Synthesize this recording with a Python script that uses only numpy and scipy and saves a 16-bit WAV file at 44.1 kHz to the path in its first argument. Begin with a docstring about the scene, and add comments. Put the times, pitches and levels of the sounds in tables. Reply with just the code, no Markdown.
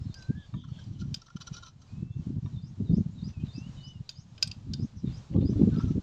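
"""An earthen pot is tied to the trunk with thin rope, high in a palm: dry stalks snap against it, the
rope rasps over the clay, the pot knocks hollow on the bark and dry leaves crackle under an arm.
A hand shifts its grip on the camera, so dull bumps and rubbing reach the microphone through the case.
Small birds chirp and whistle faintly in the trees around, over a light breeze."""
import sys
import numpy as np
from scipy import signal
from scipy.fft import rfft, irfft, next_fast_len
from scipy.io import wavfile
from scipy.ndimage import map_coordinates

SR = 44100
rng = np.random.default_rng(int(sys.argv[2]) if len(sys.argv) > 2 else 0)


def master_out(mix):
    """Clip the mix to full scale and print it as 16-bit PCM to the path in sys.argv[1]."""
    frames = np.transpose(np.atleast_2d(mix))
    ceiling = np.clip(frames, -1, 1)
    pcm = np.round(ceiling * 32767).astype(np.int16)
    wavfile.write(sys.argv[1], SR, pcm)


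N = 265702
TOP_HZ = 15600  # the camera's band limit

# rumble of the camera case under a light drag: freq_hz, level_db
CASE_RUMBLE = [(20, -47.5), (50, -7.5), (90, 3.5), (135, 3), (230, -7.5), (310, -19.5), (420, -51),
               (700, -67), (1500, -110)]


def stalk_snaps(attack_s=0.00028, rebound_s=0.0025, rebound_db=-4, hiss_db=-38, hiss_s=0.0039):
    """A stiff stalk flicks the pot and rebounds: two ringing cracks in a faint hiss, then a rattle."""
    # flicks, hard and soft: start_s, level_db, cutoff_hz, stalk_pitch_hz, relative_rattle_db
    flicks = [(0.1422, -38, 15100, 6060, -38), (0.224, -42.5, 12200, 5600, -34),
              (0.84, -51, 12000, 6200, -32), (1.008, -66, 10900, 3520, -22), (1.143, -23, 13900, 3650, -26),
              (1.816, -59, 4900, 3100, -28), (4.0918, -26, 12600, 3856, -25.5),
              (4.3791, -42, 2330, 3070, -32), (4.4265, -8.5, 14040, 2590, -37),
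              (4.4742, -32.5, 12850, 8270, -28), (4.5141, -28, 7950, 2700, -30.5),
              (4.7356, -27, 9650, 4100, -32)]
    # ring of a contact: pitch_hz, level_db, t60_s
    contact_modes = [(615, -30, .06), (1340, -29, .03), (1545, -25, .06), (2560, -10, .022),
                     (2900, -14, .03), (3180, -14, .035), (3680, -14, .03), (4150, -14, .028),
                     (4400, -10, .02), (4720, 0, .019), (4860, -2, .03), (5070, -3, .03), (5890, -13, .02),
                     (6750, -12, .022), (7300, -18, .014), (8100, -23, .022)]
    # colour of the crack: freq_hz, level_db
    crack_colour = [(400, -38), (1900, -22), (2500, -13), (4800, 5), (6800, -2.5), (8200, -22), (9500, -27),
                    (13000, -19), (16000, -33.5)]
    # colour of the rattle: freq_hz, level_db
    rattle_colour = [(500, -23.5), (1500, -8), (2000, -12), (2700, -7), (3600, 1.5), (4300, -5.5),
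                     (4950, 0.5), (5800, -2), (7000, -5), (8500, -25.5), (13000, -26), (16000, -36.5)]
    crack_db, stalk_db = -2, -6
    crack_t60_s, stalk_t60_s, rattle_t60_s = .014, .02, .115
    out, t = np.zeros(N), np.arange(SR // 5) / SR
    hiss = noise(crack_colour)
    rattle = unit(noise(rattle_colour) * amp(4 * wobble(350)))
    for s, db, cutoff_hz, stalk_hz, rattle_db in flicks:
        hit = np.zeros(len(t))
        for delay, loss_db in [(0, 0), (rebound_s, rebound_db)]:
            crack = amp(crack_db - 60 * t / crack_t60_s) * hiss[round((s + delay) * SR):][:len(t)]
            contact = ring(contact_modes + [(stalk_hz, stalk_db, stalk_t60_s)], t) + crack
            add(hit, delay, amp(loss_db) * contact * (1 - np.exp(-t / attack_s)))
        softness = signal.butter(2, min(cutoff_hz, TOP_HZ), fs=SR)  # a soft contact is duller
        hit = signal.lfilter(*softness, hit)
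        tail = amp(rattle_db - 60 * t / rattle_t60_s) * rattle[round(s * SR):][:len(t)]
        add(out, s, amp(db) * (hit / abs(hit).max() + tail))
        out += amp(db + hiss_db) * np.exp(-abs(clock() - s) / hiss_s) * hiss
    return out


def rope_rasps(body_gain_db=1, scratch_gain_db=2.5, grain_db=4, judder_db=2.5, spot_scatter_db=2.5):
    """Each pull drags catching fibres over a new spot of the clay, which rings under them."""
    # pulls of the rope: centre_s, half_length_s, body_db, scratch_db, spot_pitch_hz
    pulls = [(0.646, 0.011, -53, -70, 1380), (0.688, 0.015, -67, -73, 1290),
             (0.794, 0.015, -59.5, -67, 1590), (1.008, 0.029, -66, -58.5, 1375),
             (1.028, 0.02, -56, -70, 1380), (1.219, 0.006, -55.5, -55, 1350),
             (1.266, 0.008, -58, -57, 1326), (1.287, 0.0068, -51, -72, 1380),
             (1.304, 0.0051, -51.5, -60.5, 1400), (1.368, 0.011, -51, -51.5, 1366),
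             (1.416, 0.014, -51, -48.5, 1413), (1.475, 0.013, -48.5, -47.5, 1380),
             (1.542, 0.021, -54.5, -50, 1336), (1.573, 0.023, -53.5, -52, 1406),
             (1.632, 0.015, -54, -57, 1390), (1.668, 0.037, -56.5, -55, 1346),
             (1.823, 0.01, -64, -64, 1320), (5.362, 0.013, -59.5, -75.5, 1155),
             (5.738, 0.037, -57, -76, 1503), (5.763, 0.038, -54.5, -76.5, 1313),
             (5.802, 0.017, -43.5, -76.5, 1320), (5.829, 0.035, -58, -75, 1390),
             (5.892, 0.064, -65, -68, 1300)]
    # low resonances of the rubbed pot: ratio_to_spot_pitch, width_hz, level_db
    pot_modes = [(.77, 148, 1), (1, 87, 15), (1.1, 350, -10)]
    # scratch of the fibres: pitch_hz, width_hz, level_db
    fibre_modes = [(2550, 210, -9), (3090, 300, 1), (3530, 160, -1), (3870, 370, 2), (4100, 130, 1.5),
                   (4510, 200, -3.5), (4630, 74, 1.5), (5190, 110, 0), (5500, 160, 3), (5600, 86, 1.5),
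                   (5905, 230, 4.5), (6830, 450, -10.5), (4900, 2000, -40.5), (13100, 3400, -42.5)]
    rise, fall = 0.58, 0.66  # shares of the half length: the rope grabs faster than it lets go
    lead_s, pitch_scatter = 0.0015, .025
    creep_start_s, creep_end_s, creep_db = 0.81, 1.7, -76.5
    t, age = clock(), np.arange(-SR // 5, SR // 5) / SR
    catches = unit(rng.standard_normal(N) * amp(grain_db * wobble(2500) + judder_db * wobble(300)))
    # the rope creeps faintly while it is passed round the pot
    creep = (t > creep_start_s) * (t < creep_end_s) * amp(creep_db + 4 * wobble(45))
    out = resonate(creep * catches, fibre_modes, 0)
    for s, half, body_db, scratch_db, spot_hz in pulls:
        swell = np.exp(-(age / half / np.where(age < 0, rise, fall)) ** 2)
        pull = swell * catches.take(round(s * SR) + np.arange(len(age)), mode="wrap")
        spot = [(ratio * spot_hz, width, db) for ratio, width, db in pot_modes]
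        fibres = np.array(fibre_modes) * [1 + pitch_scatter * rng.standard_normal(), 1, 1]
        body = amp(body_db + body_gain_db) * resonate(pull, spot, spot_scatter_db)
        scratch = amp(scratch_db + scratch_gain_db) * resonate(pull, fibres, spot_scatter_db)
        add(out, s - lead_s + age[0], body + scratch)
    return out


def pot_knocks(attack_s=0.00082):
    """The pot touches the bark softly and gives a short hollow ring."""
    # touches on the trunk: start_s, peak_db
    touches = [(0.5397, -40.5), (2.4595, -46.5), (5.532, -49.5)]
    # hollow ring of the clay: pitch_hz, level_db, t60_s
    clay_modes = [(640, -5.5, 0.077), (982, -3, 0.12), (1162, 4, 0.033), (1290, -7.5, 0.055),
                  (1790, -11, 0.13), (2300, -7, 0.032), (2750, -4.5, 0.016), (3680, -2.5, 0.035)]
    out, t = np.zeros(N), np.arange(SR // 5) / SR
    for s, db in touches:
        clay = ring(clay_modes, t) * (1 - np.exp(-t / attack_s))
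        add(out, s, amp(db) * clay / abs(clay).max())
    return out


def leaf_crackle(gain_db=0.5, spike_db=8, clump_db=2.5):
    """The dry leaf bases crackle faintly, in clumps, each time an arm brushes past them."""
    # brushes of the arm: centre_s, half_length_s, level_db
    brushes = [(2.893, .012, -71), (2.966, .012, -71), (3.302, 0.012, -63), (3.47, 0.02, -64.5),
               (5.112, 0.05, -63.5), (5.35, .025, -64.5), (5.425, 0.025, -65), (5.62, .04, -67),
               (5.7, .025, -67), (5.752, 0.02, -55.5), (5.797, .02, -57.5), (5.85, .025, -65),
               (5.908, 0.02, -62)]
    # colour of dry leaf fibre: freq_hz, level_db
    leaf_colour = [(500, -18.5), (1200, 5.5), (2000, 6), (2700, 11), (4200, 8), (6500, -14), (8500, -31.5),
                   (13000, -17), (16000, -35)]
    crackle = amp(spike_db * np.minimum(wobble(600), 1.5) + clump_db * wobble(60))
    return amp(gain_db) * swells(brushes) * unit(noise(leaf_colour) * crackle)


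def case_bumps(cycles=0.79, push_db=-1, knock_db=-15, knock_s=0.006, low_cut_hz=70, high_cut_hz=560):
    """Each slip of the skin pushes the case to and fro about once; hard, quick slips also knock in it."""
    # slips of the skin: centre_s, level_db, pitch_hz
    slips = [(0.019, -23.5, 105), (0.07, -28, 108), (0.099, -25.5, 151), (0.196, -36.5, 133),
             (0.297, -17, 119), (0.307, -16, 190), (0.381, -27, 137), (0.495, -35, 130), (0.57, -22.5, 155),
             (0.687, -29.5, 120), (0.723, -24.5, 112), (0.914, -24, 116), (1.025, -25, 179),
             (1.058, -25.5, 186), (1.117, -22, 139), (1.174, -35, 152), (1.358, -24.5, 163.5),
             (1.407, -37, 130), (1.519, -24.5, 137), (1.764, -40, 119), (1.946, -29.5, 120),
             (1.981, -31, 130), (2.03, -20, 149), (2.11, -24, 114), (2.167, -23.5, 123),
             (2.271, -20.5, 174), (2.306, -22.5, 219), (2.343, -27, 135), (2.369, -21.5, 138),
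             (2.432, -24, 138), (2.452, -22, 129), (2.548, -25, 133), (2.64, -26.5, 135),
             (2.807, -15.5, 201), (2.824, -21.5, 170), (2.899, -13, 151), (2.914, -16.5, 205),
             (2.94, -9.5, 174.5), (2.969, -21, 169), (2.983, -12, 194), (3.011, -15.5, 184),
             (3.065, -18.5, 151), (3.097, -28.5, 151), (3.231, -20.5, 164), (3.278, -25.5, 169),
             (3.379, -24.5, 121), (3.4, -31, 128), (3.439, -19, 171), (3.583, -25.5, 221),
             (3.62, -32.5, 133), (3.695, -31, 150), (3.79, -29.5, 141), (3.88, -35, 139), (3.96, -30, 130),
             (4.01, -27, 131), (4.192, -32, 129), (4.448, -35, 108), (4.475, -29, 125), (4.567, -36, 170),
             (4.734, -39, 144), (4.799, -20, 173), (4.823, -29.5, 173), (4.851, -21, 203),
             (5.045, -15.5, 198), (5.078, -17, 143), (5.363, -12.5, 165), (5.387, -10.5, 155),
             (5.411, -13, 157), (5.428, -16.5, 268), (5.444, -18.5, 188), (5.498, -10, 197),
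             (5.529, -22.5, 171), (5.579, -19, 209), (5.597, -12.5, 286), (5.617, -9, 235),
             (5.637, -7.5, 173), (5.651, -18.5, 156), (5.679, -8.5, 211), (5.69, -16, 203),
             (5.75, -19.5, 141), (5.773, -14, 190), (5.788, -13.5, 198), (5.845, -16.5, 185.4),
             (5.881, -16, 139), (5.909, -15.5, 210), (5.955, -18, 150), (5.966, -18.5, 177),
             (5.981, -13.5, 233)]
    # colour of the knock in the case: freq_hz, level_db
    knock_colour = [(150, -19.5), (300, 13), (400, 6), (480, -5.5), (650, -16.5), (900, -34), (1300, -44),
                    (2500, -95)]
    pushes, force, knock = np.zeros(N), np.zeros(N), noise(knock_colour)
    t = np.arange(-SR // 25, SR // 25) / SR
    for (s, db, hz), phase in zip(slips, rng.random(len(slips))):
        push = np.sin(2 * np.pi * (hz * t + phase)) / np.cosh(2 * t * hz / cycles)
        add(pushes, s + t[0], amp(db + push_db) * push)
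        hardness_db = 6 * np.log2(hz / 193)  # a quicker bump is harder
        add(force, s + t[0], amp(db + hardness_db) * np.exp(-(t / knock_s) ** 2 / 2))
    # low cut: the case springs back; high cut: skin has no sharp edge
    thuds = filtered(pushes, lambda hz: hz / np.hypot(hz, low_cut_hz) / np.hypot(1, (hz / high_cut_hz)**3))
    return thuds + amp(knock_db) * force ** 1.5 * knock


def hand_rubbing(jerk_s=0.091, lull_db=-4, hard_db=-6, firm_db=-27, edge_s=0.014):
    """Each drag of the hand surges and stalls, rumbling in the case; harder pressure is brighter."""
    # shifts of the grip: start_s, end_s, level_db
    grips = [(0, 0.119, -40.5), (0.176, 0.214, -48), (0.288, 0.415, -43), (0.527, 0.609, -36.5),
             (0.618, 0.863, -46), (0.87, 1.152, -38), (1.428, 1.875, -58.5), (1.917, 2.087, -40.5),
             (2.144, 2.4, -36.5), (2.441, 2.613, -39), (2.611, 2.751, -44.5), (2.777, 2.872, -34.5),
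             (2.882, 3.023, -28), (3.02, 3.322, -42), (3.366, 3.494, -38), (3.542, 3.718, -42),
             (3.747, 4.026, -47.5), (4.144, 4.355, -53.5), (4.443, 4.656, -47), (4.663, 4.785, -36),
             (4.783, 4.861, -32), (4.934, 5.213, -43), (5.067, 5.126, -34), (5.307, 5.328, -31.5),
             (5.334, 5.472, -25.5), (5.483, 5.547, -30), (5.551, 5.7, -27), (5.7, 5.998, -29.5)]
    # colour of the case under a hard drag: freq_hz, level_db
    pressed_colour = [(60, -46), (140, -12), (230, 7), (330, -1), (430, -14), (520, -25.5), (650, -24.5),
                      (900, -46.5), (1300, -43), (2500, -84), (5000, -110)]
    out, light, hard = np.zeros(N), noise(CASE_RUMBLE), noise(pressed_colour)
    grab = amp(3 * wobble(70) + 2 * wobble(1 / jerk_s))
    for start, end, db in grips:
        span = np.arange(max(round((start - edge_s) * SR), 0), min(round((end + edge_s) * SR), N))
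        t = span / SR
        fade = np.clip((np.minimum(t - start, end - t) + edge_s) / (2 * edge_s), 0, 1)
        jerks = max(round((end - start) / jerk_s), 1)
        stall = np.cos(np.pi * jerks * (t - start) / (end - start)) ** 4
        speed = grab[span] * amp(lull_db * stall)
        pressure = amp(hard_db + db - firm_db)
        drag = (unit(light[span] * speed) + pressure * unit(hard[span] * speed)) / np.hypot(1, pressure)
        out[span] += amp(db) * np.sin(np.pi / 2 * fade) ** 2 * drag
    return out


def skin_scuffs():
    """Under the hardest pressure the skin scrapes the case briefly, higher than the rumble."""
    # scrapes: centre_s, half_length_s, level_db
    scrapes = [(.306, 0.011, -62.5), (5.364, 0.024, -39.5), (5.426, 0.013, -44), (5.62, 0.014, -36.5),
               (5.648, 0.0092, -43)]
    # colour of a scrape: freq_hz, level_db
    scrape_colour = [(300, -25.5), (520, 12), (640, -9), (760, -8), (880, -12.5), (1100, -20),
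                     (1300, -26.5), (2000, -61)]
    return swells(scrapes) * noise(scrape_colour)


def chirping_bird(gain_db=-1, rise_scatter=.15, breakup_db=4, crown_delay_s=.02, crown_db=-5):
    """One bird repeats a three-note call, never quite alike; leaves break it up, a crown throws it back."""
    # calls: centre_s, low_note_db, flick_db
    calls = [(.168, -67, -59), (2.648, -62, -67), (2.948, -63, -62), (3.256, -60, -57.5), (3.558, -60, -56),
             (3.854, -62, -57.5), (4.176, -64, -61), (4.81, -64, -60), (5.146, -63, -61),
             (5.474, -65, -58.5), (5.786, -68, -59.5)]
    # the held low note: offset_s, pitch_hz, level_db
    low_note = [(-.122, 3880, -15), (-.104, 4020, -11), (-.09, 3760, -11), (-.076, 3660, 0),
                (-.064, 3630, -2), (-.052, 3600, -11)]
    # the quick step up: offset_s, pitch_hz, level_db
    step_up = [(-.05, 4000, -10), (-.042, 4220, -8), (-.031, 4480, -15)]
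    # the rising flick: offset_s, pitch_hz, level_db
    flick = [(-.026, 4680, -9), (-.012, 4850, -2), (0, 5030, 0), (.012, 5380, -4), (.024, 5950, -8),
             (.036, 6400, -8), (.043, 6600, -14)]
    song = np.zeros(N)
    for (s, low_db, flick_db), (length, pitch, rise) in zip(calls, rng.standard_normal((len(calls), 3))):
        for points, db in [(low_note, low_db), (step_up, flick_db), (flick, flick_db)]:
            shape = np.array(points) * [1 + .07 * length, 1 + .006 * pitch, 1]
            shape[:, 1] += rise_scatter * np.tanh(rise) * (shape[:, 1] - shape[0, 1])
            add(song, s + shape[0, 0], amp(db + gain_db) * note(shape, waver=0.01))
    direct, thrown = [song * unit(amp(breakup_db * np.minimum(wobble(130), 1))) for _ in range(2)]
    add(direct, crown_delay_s, amp(crown_db) * thrown)
    return direct + tree_echo(song)


def whistling_birds(ends_db=-1, flutter_db=1.5, echo_db=-13):
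    """Other birds slur pure notes, each one arc of pitch that flutters on its way through the leaves."""
    # whistles: start_s, end_s, first_hz, middle_hz, last_hz, level_db
    whistles = [(.145, 0.343, 1636, 1531, 1640, -62), (.346, 0.456, 1650, 1720, 1600, -62.5),
                (1.869, 2.227, 2415, 2630, 2680, -76), (3.329, 3.43, 2680, 2510, 2564, -67),
                (3.544, 3.688, 2630, 2710, 3050, -61.5), (3.765, 3.838, 3080, 2970, 3010, -62.5),
                (3.825, 3.929, 2944, 2975, 2960, -55.5), (3.94, 3.984, 2950, 2830, 2840, -65.5),
                (.005, 0.062, 4980, 5300, 5160, -71), (.205, 0.265, 3950, 4030, 4050, -64.5),
                (.425, 0.507, 4710, 4640, 4350, -74), (.68, 0.802, 4420, 4380, 4340, -74.5)]
    out, position = np.zeros(N), np.linspace(-1, 1, 15)
    for start, end, first_hz, middle_hz, last_hz, db in whistles:
        arc = np.polyval(np.polyfit([-1, 0, 1], [first_hz, middle_hz, last_hz], 2), position)
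        points = np.transpose([np.linspace(start, end, len(arc)), arc, db + ends_db * position ** 2])
        add(out, start, note(points, waver=0.0049))
    out *= unit(amp(flutter_db * wobble(70)))
    return out + amp(echo_db) * tree_echo(out)


def hoarse_birds(shake=.06, echo_db=-9):
    """Some birds shake their pitch so fast that the notes turn hoarse."""
    # hoarse notes: start_s, end_s, pitch_hz, level_db
    buzzes = [(0.017, 0.165, 4040, -72), (0.367, 0.466, 3400, -65.5), (0.554, 0.657, 3370, -63),
              (0.722, 0.84, 3300, -63.5), (4.967, 5.007, 5600, -65.5)]
    t, out = clock(), np.zeros(N)
    tremble = 1 + shake * wobble(500)
    for start, end, hz, db in buzzes:
        swell = np.exp(-((2 * t - start - end) / (end - start)) ** 6)
        out += amp(db) * swell * np.sqrt(2) * np.sin(2 * np.pi * np.cumsum(hz * tremble) / SR)
    return out + amp(echo_db) * tree_echo(out)


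def far_birds(chip_db=-79, centre_hz=4700, spread=0.47, glide=0.11, count=70):
    """Farther birds scatter short sliding chips, heard mostly as echo."""
    out, starts = np.zeros(N), rng.uniform(0, N / SR - .1, count)
    for s, (pitch, slope, size) in zip(starts, rng.standard_normal((count, 3))):
        hz = np.clip(centre_hz * np.exp(spread * pitch), 3200, 6500)
        db = chip_db + 2 * size
        add(out, s, note([(0, hz, db), (.04, hz * np.exp(glide * slope), db)], waver=0.026))
    return .5 * out + tree_echo(out)


def ambience(breeze_gain_db=3, drift_db=2.5, rumble_db=-62, lumpy_db=3):
    """Faint leaves in the breeze, and the low stir of the hand that holds the camera."""
    # rise and fall of the breeze: time_s, level_db
    breeze = [(0, -58), (1, -60.5), (1.7, -62), (4.3, -60), (4.999, -58), (6, -55)]
    # colour of the outdoor air: freq_hz, level_db
    air_colour = [(25, 4.5), (60, 10), (130, 8.5), (250, -5.5), (450, -10.5), (1000, -12), (2000, -20.5),
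                  (3900, -18), (5900, -21.5), (7300, -23), (8300, -35), (9500, -47), (16000, -54)]
    breeze_db = np.interp(clock(), *np.transpose(breeze)) + breeze_gain_db
    leaves = amp(breeze_db + drift_db * wobble(8)) * noise(air_colour)
    return leaves + amp(rumble_db + lumpy_db * wobble(13)) * noise(CASE_RUMBLE)


def tree_echo(x):
    """Trunks and leaves scatter the sound into a short diffuse tail whose treble dies first."""
    # decay among the trees: freq_hz, t60_s
    decay = [(300, 0.26), (3000, 0.29), (6000, 0.17), (12000, 0.014)]
    hz, t, spectra = signal.stft(rng.standard_normal(SR // 2), SR, nperseg=256)
    tail = signal.istft(spectra * amp(-60 * t / along(decay, hz)[:, None]), SR, nperseg=256)[1]
    return signal.fftconvolve(x, tail / np.linalg.norm(tail))[:N]


def ring(modes, t):
    """Modes (pitch_hz, level_db, t60_s) ring out after one contact, each stirred by chance."""
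    hz, db, t60 = np.transpose(modes)[:, :, None]
    strength, phase = rng.standard_normal((2, len(hz), 1))
    return np.sum(amp(db + 2 * strength - 60 * t / t60) * np.sin(2 * np.pi * (hz * t + phase)), axis=0)


def resonate(x, modes, scatter_db):
    """Steep resonances (pitch_hz, width_hz, level_db), levels scattered; white noise keeps its power."""
    f = np.fft.rfftfreq(len(x), 1 / SR)
    response = sum(amp(db + scatter_db * luck) * (1j * f * width / (hz**2 - f**2 + 1j * f * width)) ** 2
                   for (hz, width, db), luck in zip(modes, rng.standard_normal(len(modes))))
    return irfft(rfft(x) * response / np.sqrt(np.mean(abs(response) ** 2)), len(x))


def note(points, waver):
    """A whistled note through (time_s, pitch_hz, level_db) points, with soft ends and unsteady pitch."""
    s, hz, db = np.transpose(points)
    t = np.arange(s[0], s[-1], 1 / SR)
    drift = map_coordinates(rng.standard_normal(128), [(t - s[0]) * 200])
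    pitch = np.interp(t, s, hz) * (1 + waver * drift)
    fade = signal.windows.tukey(len(t), .15)
    return np.sqrt(2) * amp(np.interp(t, s, db)) * fade * np.sin(2 * np.pi * np.cumsum(pitch) / SR)


def swells(rows):
    """An envelope of bell-shaped swells (centre_s, half_length_s, level_db)."""
    return sum(amp(db) * np.exp(-((clock() - s) / half) ** 2) for s, half, db in rows)


def noise(colour):
    """Noise of rms 1, shaped by (freq_hz, level_db) points."""
    return unit(filtered(rng.standard_normal(N), lambda hz: amp(along(colour, hz))))


def wobble(rate):
    """A smooth random curve, rate knots a second."""
    knots = rng.standard_normal(int(N * rate / SR) + 4)
    return map_coordinates(knots, [np.arange(N) * rate / SR])


def filtered(x, response):
    """Equalise x with a gain that depends on frequency."""
    size = next_fast_len(N + SR // 2)
    return irfft(rfft(x, size) * response(np.fft.rfftfreq(size, 1 / SR)), size)[:N]


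def along(points, hz):
    """Read (freq_hz, value) points on a log axis."""
    freqs, values = np.transpose(points)
    return np.interp(np.log(hz + 1), np.log(freqs + 1), values)


def add(track, s, sound):
    """Mix a sound into the track from time s on."""
    start = round(s * SR)
    skip = max(-start, 0)
    part = track[start + skip:start + len(sound)]
    part += sound[skip:skip + len(part)]


def amp(db):
    """Decibels to gain."""
    return 10 ** (np.asarray(db) / 20)


def unit(x):
    """Scale to rms 1."""
    return x / np.sqrt(np.mean(x ** 2) + 1e-20)


def clock():
    """The time of every sample, in seconds."""
    return np.arange(N) / SR


def scene(pot_echo_db=-20.5):
    """The pot close by, the hand on the camera, and the birds beyond."""
    pot = stalk_snaps() + pot_knocks() + rope_rasps() + leaf_crackle()
    hand = case_bumps() + hand_rubbing() + skin_scuffs()
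    birds = chirping_bird() + whistling_birds() + hoarse_birds() + far_birds()
    return (pot + amp(pot_echo_db) * tree_echo(pot) + hand + birds + ambience())[None]


def record(dry):
    """The camera keeps nothing above its band limit."""
    return filtered(dry[0], lambda hz: hz < TOP_HZ)[None]


dry = scene()
out = record(dry)
master_out(out)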